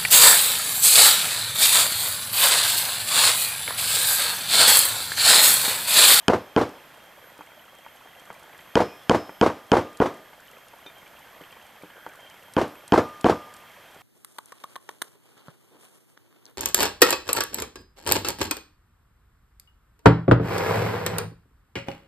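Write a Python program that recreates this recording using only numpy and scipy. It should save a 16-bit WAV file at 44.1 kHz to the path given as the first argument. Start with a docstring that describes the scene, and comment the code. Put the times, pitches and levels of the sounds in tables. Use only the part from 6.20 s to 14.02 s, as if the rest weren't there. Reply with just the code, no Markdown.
"""On an open veranda, a knife butt smashes ginger on a wooden board: two blows, then hands sort the pieces.
Five more blows follow, more sorting with one clink of a plate, and a last three blows.
At each blow the board thuds, buzzes, lifts and slaps down again; the table booms, dishes rattle,
and a pot and the blade ring on. All the while there are small bright clicks, and insects sing in the
garden, where a few far birds call."""
import sys
import numpy as np
from scipy import signal
from scipy.fft import rfft, irfft, next_fast_len
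from scipy.io import wavfile

SR = 44100
rng = np.random.default_rng(int(sys.argv[2]) if len(sys.argv) > 2 else 0)


def to_wav(s):
    """Save 16-bit WAV."""
    ch = np.atleast_2d(s).T  # columns
    pcm = np.round(np.clip(ch, -1, 1) * 32767)  # PCM
    wavfile.write(sys.argv[1], SR, pcm.astype(np.int16))


N = 344862

# The knife blows. Each row: start in seconds, force in dB, hardness in dB, seconds until the board
# lands, then the strength in dB of the landing, the pot's ring and the blade's ring.
KNIFE_BLOWS = [(.0821, -.5, 1.5, 0.051, -2.5, -20, -9), (0.3633, -.5, -7, 0.049, -3.5, -27, -5),
               (2.5551, -1.5, -3, 0.048, -1.5, -14, 1), (2.8958, 0, -1.5, 0.05, -2, -13, -1),
               (3.2127, 0, -4, 0.049, -1, -10, -5), (3.5176, 1.5, -3, 0.05, -.5, -6, -11),
               (3.8015, -1, -11, .056, -8.5, -15, -14), (6.3664, -3, -9.5, 0.047, -5.5, -15, -14),
               (6.722, 1, -6, .0545, 2.5, 0.5, -3), (7.0439, -1, -8, 0.052, 0.5, -4, -4)]

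# The tones of struck things. Each row: pitch in Hz, relative level in dB, seconds to fade by 60 dB.
BOARD_TONES = [(203, 2, 0.014), (378, -1, 0.014), (630, -10, 0.021), (831, -14.5, 0.061)]
SLAP_TONES = [(327.4, 1, 0.033), (474, 0, 0.015), (738, 0.5, 0.021), (1128, -2.5, 0.0091),
              (1385, -2, 0.0046)]  # the board falling flat on the table
HANDLE_TONES = [(1440, -9, 0.012), (1644, -11.5, 0.016), (2520, -16, 0.018), (3082, -6, 0.0086),
                (4510, -14, 0.0061), (5120, -18.5, 0.012), (6500, -9, 0.002), (8560, -23.5, 0.0073),
                (11100, -24, .003)]
TABLE_TONES = [(78, -5, .2), (96, -2, .2), (116, -2, .2), (148, -8, .2), (169, -4, .2), (212, -3, .2),
               (239, 0, .2), (269, -1, .2), (301, 1, .24), (357, 0, .2), (420, 0, .15), (489, 3, .18),
               (602, 0, .15), (662, -2, .15), (721, -2, .15), (804, -3, .15), (888, -3, .15),
               (985, -3, .15), (1092, -5, .14), (1640, -14, .16), (2013, -20, .2), (2213, -21, .16)]
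CLACK_TONES = [(630, -2, 0.043), (930, 2, 0.033), (1093, -0.5, 0.02), (1550, -7, .025), (2100, -17.5, .03)]  # loose things on the table
POT_TONES = [(581, -43, .55), (1028, -48, .5), (1211, -34, .95), (1238, -42, .6)]
BLADE_TONES = [(2460, -54.5, .4), (5196, -50, 0.74), (5707, -58, 0.72), (6853, -65, .9)]
PLATE_TONES = [(2410, -5, .14), (3610, 0, .12), (3720, -5, .12), (6000, -14, .1)]
THUD_TONES = [(182, -8, .09), (306, -4.5, 0.087), (396, -5, 0.083), (492, -5, .08)]  # a light touch on the board: its dull part,
TAP_TONES = [(717, -12.5, 0.03), (916, 5, 0.027), (1134, -0.5, 0.023), (1410, -2.5, 0.026)]  # its woody part
TICK_TONES = [(1950, -6, .04), (2450, -7, .04), (3150, -4, .04), (4400, -14, .02)]  # and its bright part

# The colours of the noises. Each row: frequency in Hz, relative level in dB.
SHUDDER_COLOUR = [(30, -23), (60, -41), (100, -18), (170, -10), (300, -7.5), (500, 1.5), (800, -7),
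                  (1150, -6), (1600, -14.5), (2200, -20.5), (4000, -42), (16000, -53)]
RATTLE_COLOUR = [(500, -41), (1000, -35.5), (1600, 4), (2200, 2), (3100, 1), (4000, -2.5), (5200, -5),
                 (7000, -10), (9000, -15.5), (12000, -18), (16000, -61)]
ECHO_COLOUR = [(40, -30), (120, -9), (300, 0.5), (600, 2.5), (1000, -1.5), (1600, -11), (3000, -17.5),
               (6000, -26.5), (16000, -48)]
AIR_COLOUR = [(15, -42), (25, -13), (141, -2), (384, -4.5), (439, -3.5), (591, 1.5), (1290, -1), (1700, 1),
              (2910, -7.5), (3250, -5.5), (3820, -11.5), (5570, -16.5), (6380, -17.5), (12900, -19),
              (16000, -37)]
SCUFF_COLOUR = [(150, -1), (500, 3), (1100, -2), (2000, 2), (4000, -32), (16000, -35)]
CLICK_COLOUR = [(1500, -22), (3500, 0), (6500, -1), (8500, 4.5), (11000, -3), (16000, -22)]
HISS_COLOUR = [(30, 7), (300, 8), (1500, 5.5), (5000, -4.5), (12000, -1), (16000, -12)]

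# Ginger and knife are set down. Each row: start in seconds, then thud, tap and tick strength in dB.
SET_DOWNS = [(1.191, -38, -45, -51), (1.208, -46, -41, -49), (1.663, -52, -39, -46), (2.102, -39, -31, -54),
             (2.391, -52, -50, -39), (3.093, -32, -34, -50), (4.662, -38, -43, -41), (5.211, -35, -51, -50),
             (5.326, -53, -49, -39), (5.635, -32, -45, -52), (5.864, -35, -32, -41), (7.763, -42, -51, -52)]
# The free hand sorts the pieces. Each row: start in seconds, end in seconds.
SORTING_TIMES = [(.95, 2.5), (4.15, 6.05)]
# Ginger lands on the plate. Each row: start in seconds, strength in dB.
PLATE_HITS = [(4.665, -41)]
# Small bright clicks as the knife hand moves, mostly just before a blow.
# Each row: start in seconds, strength in dB.
HAND_CLICKS = [(3.7718, -28), (6.3361, -25), (6.6787, -25), (7.0107, -24.5), (7.339, -28.5)]
# Far bird calls and, last, one brief chirp of the near insect.
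# Each row: start in seconds, length in seconds, pitch in Hz, width in Hz, level in dB.
GARDEN_CALLS = [(2.67, 0.11, 2470, 30, -56), (2.793, .06, 3400, 60, -60), (5.614, 0.49, 1540, 220, -54),
                (5.977, .14, 3176, 30.2, -52.5)]
# Steady insect choirs. Each row: pitch in Hz, width in Hz, level in dB.
INSECT_CHOIRS = [(3265, 290, -69), (12700, 830, -67)]
# Thin, high whistles. Each row: pitch in Hz, level in dB.
HIGH_WHISTLES = [(12605, -68.5), (12290, -80)]


def board_knocks():
    """The knife drives the board down; it lifts and lands. Returns its sound and its push on the table."""
    start, force, _, flight, landing = np.transpose(KNIFE_BLOWS)[:5]
    blows = band(clicks(start, from_db(force)), 1370, "low")
    landings = band(clicks(start + flight, from_db(landing)), 1470, "low")
    thud = from_db(-1.5) * body(blows, BOARD_TONES)
    contacts = from_db(-6.5) * board_chatter(start, force) + from_db(-8.5) * landings
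    slaps = body(contacts, SLAP_TONES)
    return -thud - slaps, blows + from_db(-2) * landings


def board_chatter(start, force):
    """Just after a blow the board buzzes against the table, ever harder, until it lifts off."""
    count, delay_s, rate_hz, growth_db = 7, .0082, 491.2, 1.6
    step = np.arange(count)
    shape = (len(start), count)
    times = start[:, None] + delay_s + step / rate_hz + rng.normal(0, .00007, shape)
    db = force[:, None] + growth_db * (step - count + 1) + 2 * rng.standard_normal(shape)
    return band(clicks(times.ravel(), from_db(db).ravel()), 1620, "low")


def handle_crack():
    """The ginger cushions the handle: a harder hit is shorter, so it is louder and brighter."""
    start, _, hardness = np.transpose(KNIFE_BLOWS)[:3]
    contact = sum(band(clicks([t], from_db(db)), 9000 * from_db(.93 * db), "low")
                  for t, db in zip(start, hardness))
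    ringing = sum(from_db(db) * ring(-contact, hz, t60) for hz, db, t60 in HANDLE_TONES)
    return from_db(-1.5) * band(ringing, 1050, "high")


def table_boom(push):
    """The table top booms, a little differently each time, as the blows land on different spots."""
    start = np.transpose(KNIFE_BLOWS)[0]
    latest_blow = np.clip(np.searchsorted(start, np.arange(N) / SR + .001) - 1, 0, None)
    strengths = from_db(1.6 * rng.standard_normal((len(start), len(TABLE_TONES))))
    boom = sum((-1) ** k * from_db(db) * ring(push * strengths[latest_blow, k], hz, t60)
               for k, (hz, db, t60) in enumerate(TABLE_TONES))
    return from_db(-23.5) * boom


def furniture_shudder():
    """Countless higher tones of table and stove blur into noise at each blow and landing."""
    start, force, _, flight, landing = np.transpose(KNIFE_BLOWS)[:5]
    at_blow = swell(start + .007, force - 19.5, rise=.0016, t60=.28)
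    at_landing = swell(start + flight, landing - 17.5, rise=.00026, t60=.16)
    return np.hypot(at_blow, at_landing) * noise(SHUDDER_COLOUR)


def hopping_clacks():
    """Plates and stove hop on the jolted table and knock down a few times, ever more weakly."""
    count, delay_s, gap_s, spread_s, loss_db = 4, .018, .017, .003, 2
    start, _, _, _, landing = np.transpose(KNIFE_BLOWS)[:5]
    hop = np.arange(count)
    scatter = spread_s * (hop + .5) * rng.standard_normal((len(start), count))
    times = start[:, None] + delay_s + gap_s * hop + scatter
    db = -17.5 + .94 * landing[:, None] - loss_db * hop
    return band(struck(CLACK_TONES, times.ravel(), db.ravel(), vary_db=2.5), [500, 2200], "band")


def dish_rattle():
    """Plates, glasses and stove parts make a spray of tiny hits, louder when the board lands harder."""
    start, _, _, flight, landing = np.transpose(KNIFE_BLOWS)[:5]
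    shake_db = -5 + .62 * landing
    at_blow = swell(start + .0097, shake_db - 29, rise=.0057, t60=.29)
    at_landing = swell(start + flight, shake_db - 27, rise=.0011, t60=.13)
    flicker = from_db(1.3 * rms_one(band(rng.standard_normal(N), 380, "low")))
    return np.hypot(at_blow, at_landing) * rms_one(noise(RATTLE_COLOUR) * flicker)


def steel_ring():
    """The jolt of the landing board sets the steel pot and the knife blade ringing."""
    start, _, _, flight, _, pot_db, blade_db = np.transpose(KNIFE_BLOWS)
    pot = struck(POT_TONES, start + flight, pot_db, vary_db=-1)
    blade = struck(BLADE_TONES, start + flight, blade_db, vary_db=-2.5)
    return pot + blade


def roof_echo():
    """A faint echo of each blow lingers under the roof."""
    start, force = np.transpose(KNIFE_BLOWS)[:2]
    return swell(start + .019, force - 33, rise=.018, t60=.56) * noise(ECHO_COLOUR)


def handling():
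    """Each small touch mixes a dull thud, a woody tap, a bright tick and a brief scuff."""
    start, thud_db, tap_db, tick_db = np.vstack([SET_DOWNS, light_touches()]).T
    thud = struck(THUD_TONES, start, thud_db - 4.5, vary_db=1.5)
    tap = struck(TAP_TONES, start + .00095, tap_db - .5, vary_db=2.5)
    tick = struck(TICK_TONES, start, tick_db, vary_db=2)
    scuff = swell(start, tap_db - 10, rise=.00077, t60=.076) * noise(SCUFF_COLOUR)
    return band(thud, 140, "high") + band(tap, 550, "high") + band(tick, 1700, "high") + scuff


def light_touches():
    """Sorting fingers brush the pieces at uneven times. Returns rows like those of SET_DOWNS."""
    per_second, thud_db, tap_db, tick_db = 3.2, -54.5, -48.5, -50
    even_times = np.concatenate([np.arange(start, end, 1 / per_second) for start, end in SORTING_TIMES])
    chance = rng.standard_normal((len(even_times), 4))
    times = even_times + chance[:, 0] / (np.pi * per_second)
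    levels = np.array([thud_db, tap_db, tick_db]) + 1.5 * chance[:, 1:]
    return np.column_stack([times, levels])


def plate_clink():
    """A piece of ginger makes the china plate ring briefly."""
    start, db = np.transpose(PLATE_HITS)
    return struck(PLATE_TONES, start, db, vary_db=1)


def bright_clicks():
    """Tiny bursts of bright noise: a few clear ones as the knife hand moves, many faint random ones."""
    per_second, faint_db, spread_db = 11, -39.5, 2.8
    samples = np.flatnonzero(rng.random(N) < per_second / SR)
    faint = np.column_stack([samples / SR, faint_db + spread_db * rng.standard_normal(N)[samples]])
    start, db = np.vstack([HAND_CLICKS, faint]).T
    return swell(start, db - 14, rise=.00045, t60=.02) * noise(CLICK_COLOUR)


def rustle():
    """Sleeves, skins and leaves crackle at random on many pitches, a bit louder while the hand sorts."""
    grains_per_pitch, range_db, sorting_boost_db = 55, 10, 2.5
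    crackle = 0
    for hz in np.geomspace(520, 3000, num=22):
        when, size = rng.random((grains_per_pitch, 2)).T
        times = when * N / SR
        sorting = sum((start < times) & (times < end) for start, end in SORTING_TIMES)
        treble_loss_db = 1.15 * np.log2(hz / 450)
        db = -51.5 + range_db * size ** 2 + sorting_boost_db * sorting - treble_loss_db
        grains = ring(clicks(times, from_db(db)), hz, t60=.022)
        crackle = crackle + band(grains, [hz / 1.5, hz * 1.5], "band", order=1)
    return crackle


def garden_calls():
    """Far birds call and the near insect chirps once: narrow bands of noise that fade in and out."""
    t = np.arange(N) / SR
    return sum(from_db(db) * np.sin(np.pi * np.clip((t - start) / length, 0, 1)) * buzz(hz, width)
               for start, length, hz, width, db in GARDEN_CALLS)


def near_insect():
    """A thin whine with one overtone wavers in pitch and level."""
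    hz = 3180 + 10 * drift(3)
    whine = buzz(hz, width_hz=24) + from_db(-14) * buzz(2 * hz, width_hz=50)
    return from_db(-65 + 1.5 * drift(5)) * whine


def swelling_insect():
    """A high insect sings in regular rounds, getting louder and higher as its effort rises."""
    effort = (1 + cycle(period_s=2.31, top_s=.39)) / 2
    return from_db(-72.5 - 26 * (1 - effort)) * buzz(12950 + 750 * effort, width_hz=450)


def whistles():
    """Thin, high tones sway together in pitch, and each flutters in level."""
    sway_hz = 45 * cycle(period_s=1.46, top_s=.76) + 8 * drift(120)
    tones = 0
    for hz, db in HIGH_WHISTLES:
        flutter = from_db(4 * drift(12))
        tone = np.sin(2 * np.pi * np.cumsum(hz + sway_hz) / SR)
        tones = tones + from_db(db) * rms_one(flutter * tone)
    return tones


def garden():
    """Garden air and insects sit a little to the right, whistles in the middle, soft hiss in each ear."""
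    air = from_db(-53 + .88 * drift(1.36)) * noise(AIR_COLOUR)
    choirs = sum(from_db(db) * buzz(hz, width) for hz, width, db in INSECT_CHOIRS)
    hiss = from_db(-62) * np.array([noise(HISS_COLOUR), noise(HISS_COLOUR)])
    return (air + choirs + swelling_insect()) * from_db([[-.9], [.9]]) + whistles() + hiss


def from_db(db):
    """Turns decibels into a factor to multiply by."""
    return 10 ** (np.asarray(db) / 20)


def rms_one(x):
    """Scales a signal to an average power of 1."""
    return x / np.sqrt(np.mean(x ** 2) + 1e-20)


def clicks(times, sizes):
    """One click at each time, given in seconds."""
    track = np.full(N, 1e-18)
    samples = np.round(np.asarray(times) * SR).astype(int)
    np.add.at(track, np.clip(samples, 0, N - 1), sizes)
    return track


def band(x, hz, kind, order=2):
    """Keeps the lows, the highs or a band in between."""
    sections = signal.butter(order, np.clip(hz, 10, .47 * SR), kind, fs=SR, output="sos")
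    return signal.sosfilt(sections, x)


def ring(x, hz, t60):
    """Each click in x starts a pure tone that fades by 60 dB in t60 seconds."""
    decay, angle = from_db(-60 / (t60 * SR)), 2 * np.pi * hz / SR
    return signal.lfilter([0, np.sin(angle)], [1, -2 * decay * np.cos(angle), decay * decay], x)


def body(push, tones):
    """A push rings all the tones of an object; neighbouring tones swing in opposite directions."""
    return sum((-1) ** k * from_db(db) * ring(push, hz, t60) for k, (hz, db, t60) in enumerate(tones))


def struck(tones, times, level_db, vary_db):
    """Every hit rings every tone, each with a slightly random strength."""
    chance = rng.standard_normal((len(times), len(tones)))
    return sum(ring(clicks(times, from_db(level_db + db + vary_db * chance[:, k])), hz, t60)
               for k, (hz, db, t60) in enumerate(tones))


def swell(times, level_db, rise, t60):
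    """A loudness curve that builds after each hit and dies away; rise and t60 are in seconds."""
    fall, smoothing = from_db(-120 / (t60 * SR)), np.exp(-1 / (rise * SR))
    power = signal.lfilter([1], [1, -fall], clicks(times, from_db(level_db) ** 2))
    return np.sqrt(signal.lfilter([1 - smoothing], [1, -smoothing], power))


def noise(colour):
    """Steady noise of the given colour."""
    hz, db = np.transpose(colour)
    size = next_fast_len(N)
    frequencies = np.maximum(np.arange(size // 2 + 1) * SR / size, 1)
    gains = from_db(np.interp(np.log(frequencies), np.log(hz), db))
    return rms_one(irfft(rfft(rng.standard_normal(size)) * gains, size)[:N])


def buzz(hz, width_hz):
    """A narrow band of noise around a steady or gliding pitch."""
    phase = 2 * np.pi * np.cumsum(hz * np.ones(N)) / SR
    a, b = band(rng.standard_normal((2, N)), width_hz / 2, "low")
    return rms_one(a * np.cos(phase) + b * np.sin(phase))


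def drift(per_second):
    """A wandering curve that heads for a new random value this many times a second."""
    points = rng.standard_normal(int(N / SR * per_second) + 2)
    return rms_one(np.interp(np.arange(N) / SR * per_second, np.arange(len(points)), points))


def cycle(period_s, top_s):
    """A slow swing between -1 and 1 that peaks at top_s."""
    return np.cos(2 * np.pi * (np.arange(N) / SR - top_s) / period_s)


def scene():
    """Everything on the table is straight ahead; the garden leans to the right."""
    board, push = board_knocks()
    blows = board + handle_crack() + table_boom(push) + furniture_shudder()
    blows = blows + hopping_clacks() + dish_rattle() + steel_ring() + roof_echo()
    # board and table are too small to give off deep bass
    blows = band(band(blows, 98, "high", order=1), 22, "high")
    small_sounds = handling() + plate_clink() + bright_clicks() + rustle()
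    background = garden() + (garden_calls() + near_insect()) * from_db([[-.7], [.7]])
    return blows + small_sounds + background


def record(dry):
    """Rounds off the highest peaks and cuts the very top of the treble."""
    ceiling, cutoff_hz = .97, 15600
    rounded = dry / (1 + np.abs(dry / ceiling) ** 6) ** (1 / 6)
    return signal.sosfilt(signal.ellip(10, .1, 80, cutoff_hz, fs=SR, output="sos"), rounded)


dry = scene()
out = record(dry)
to_wav(out)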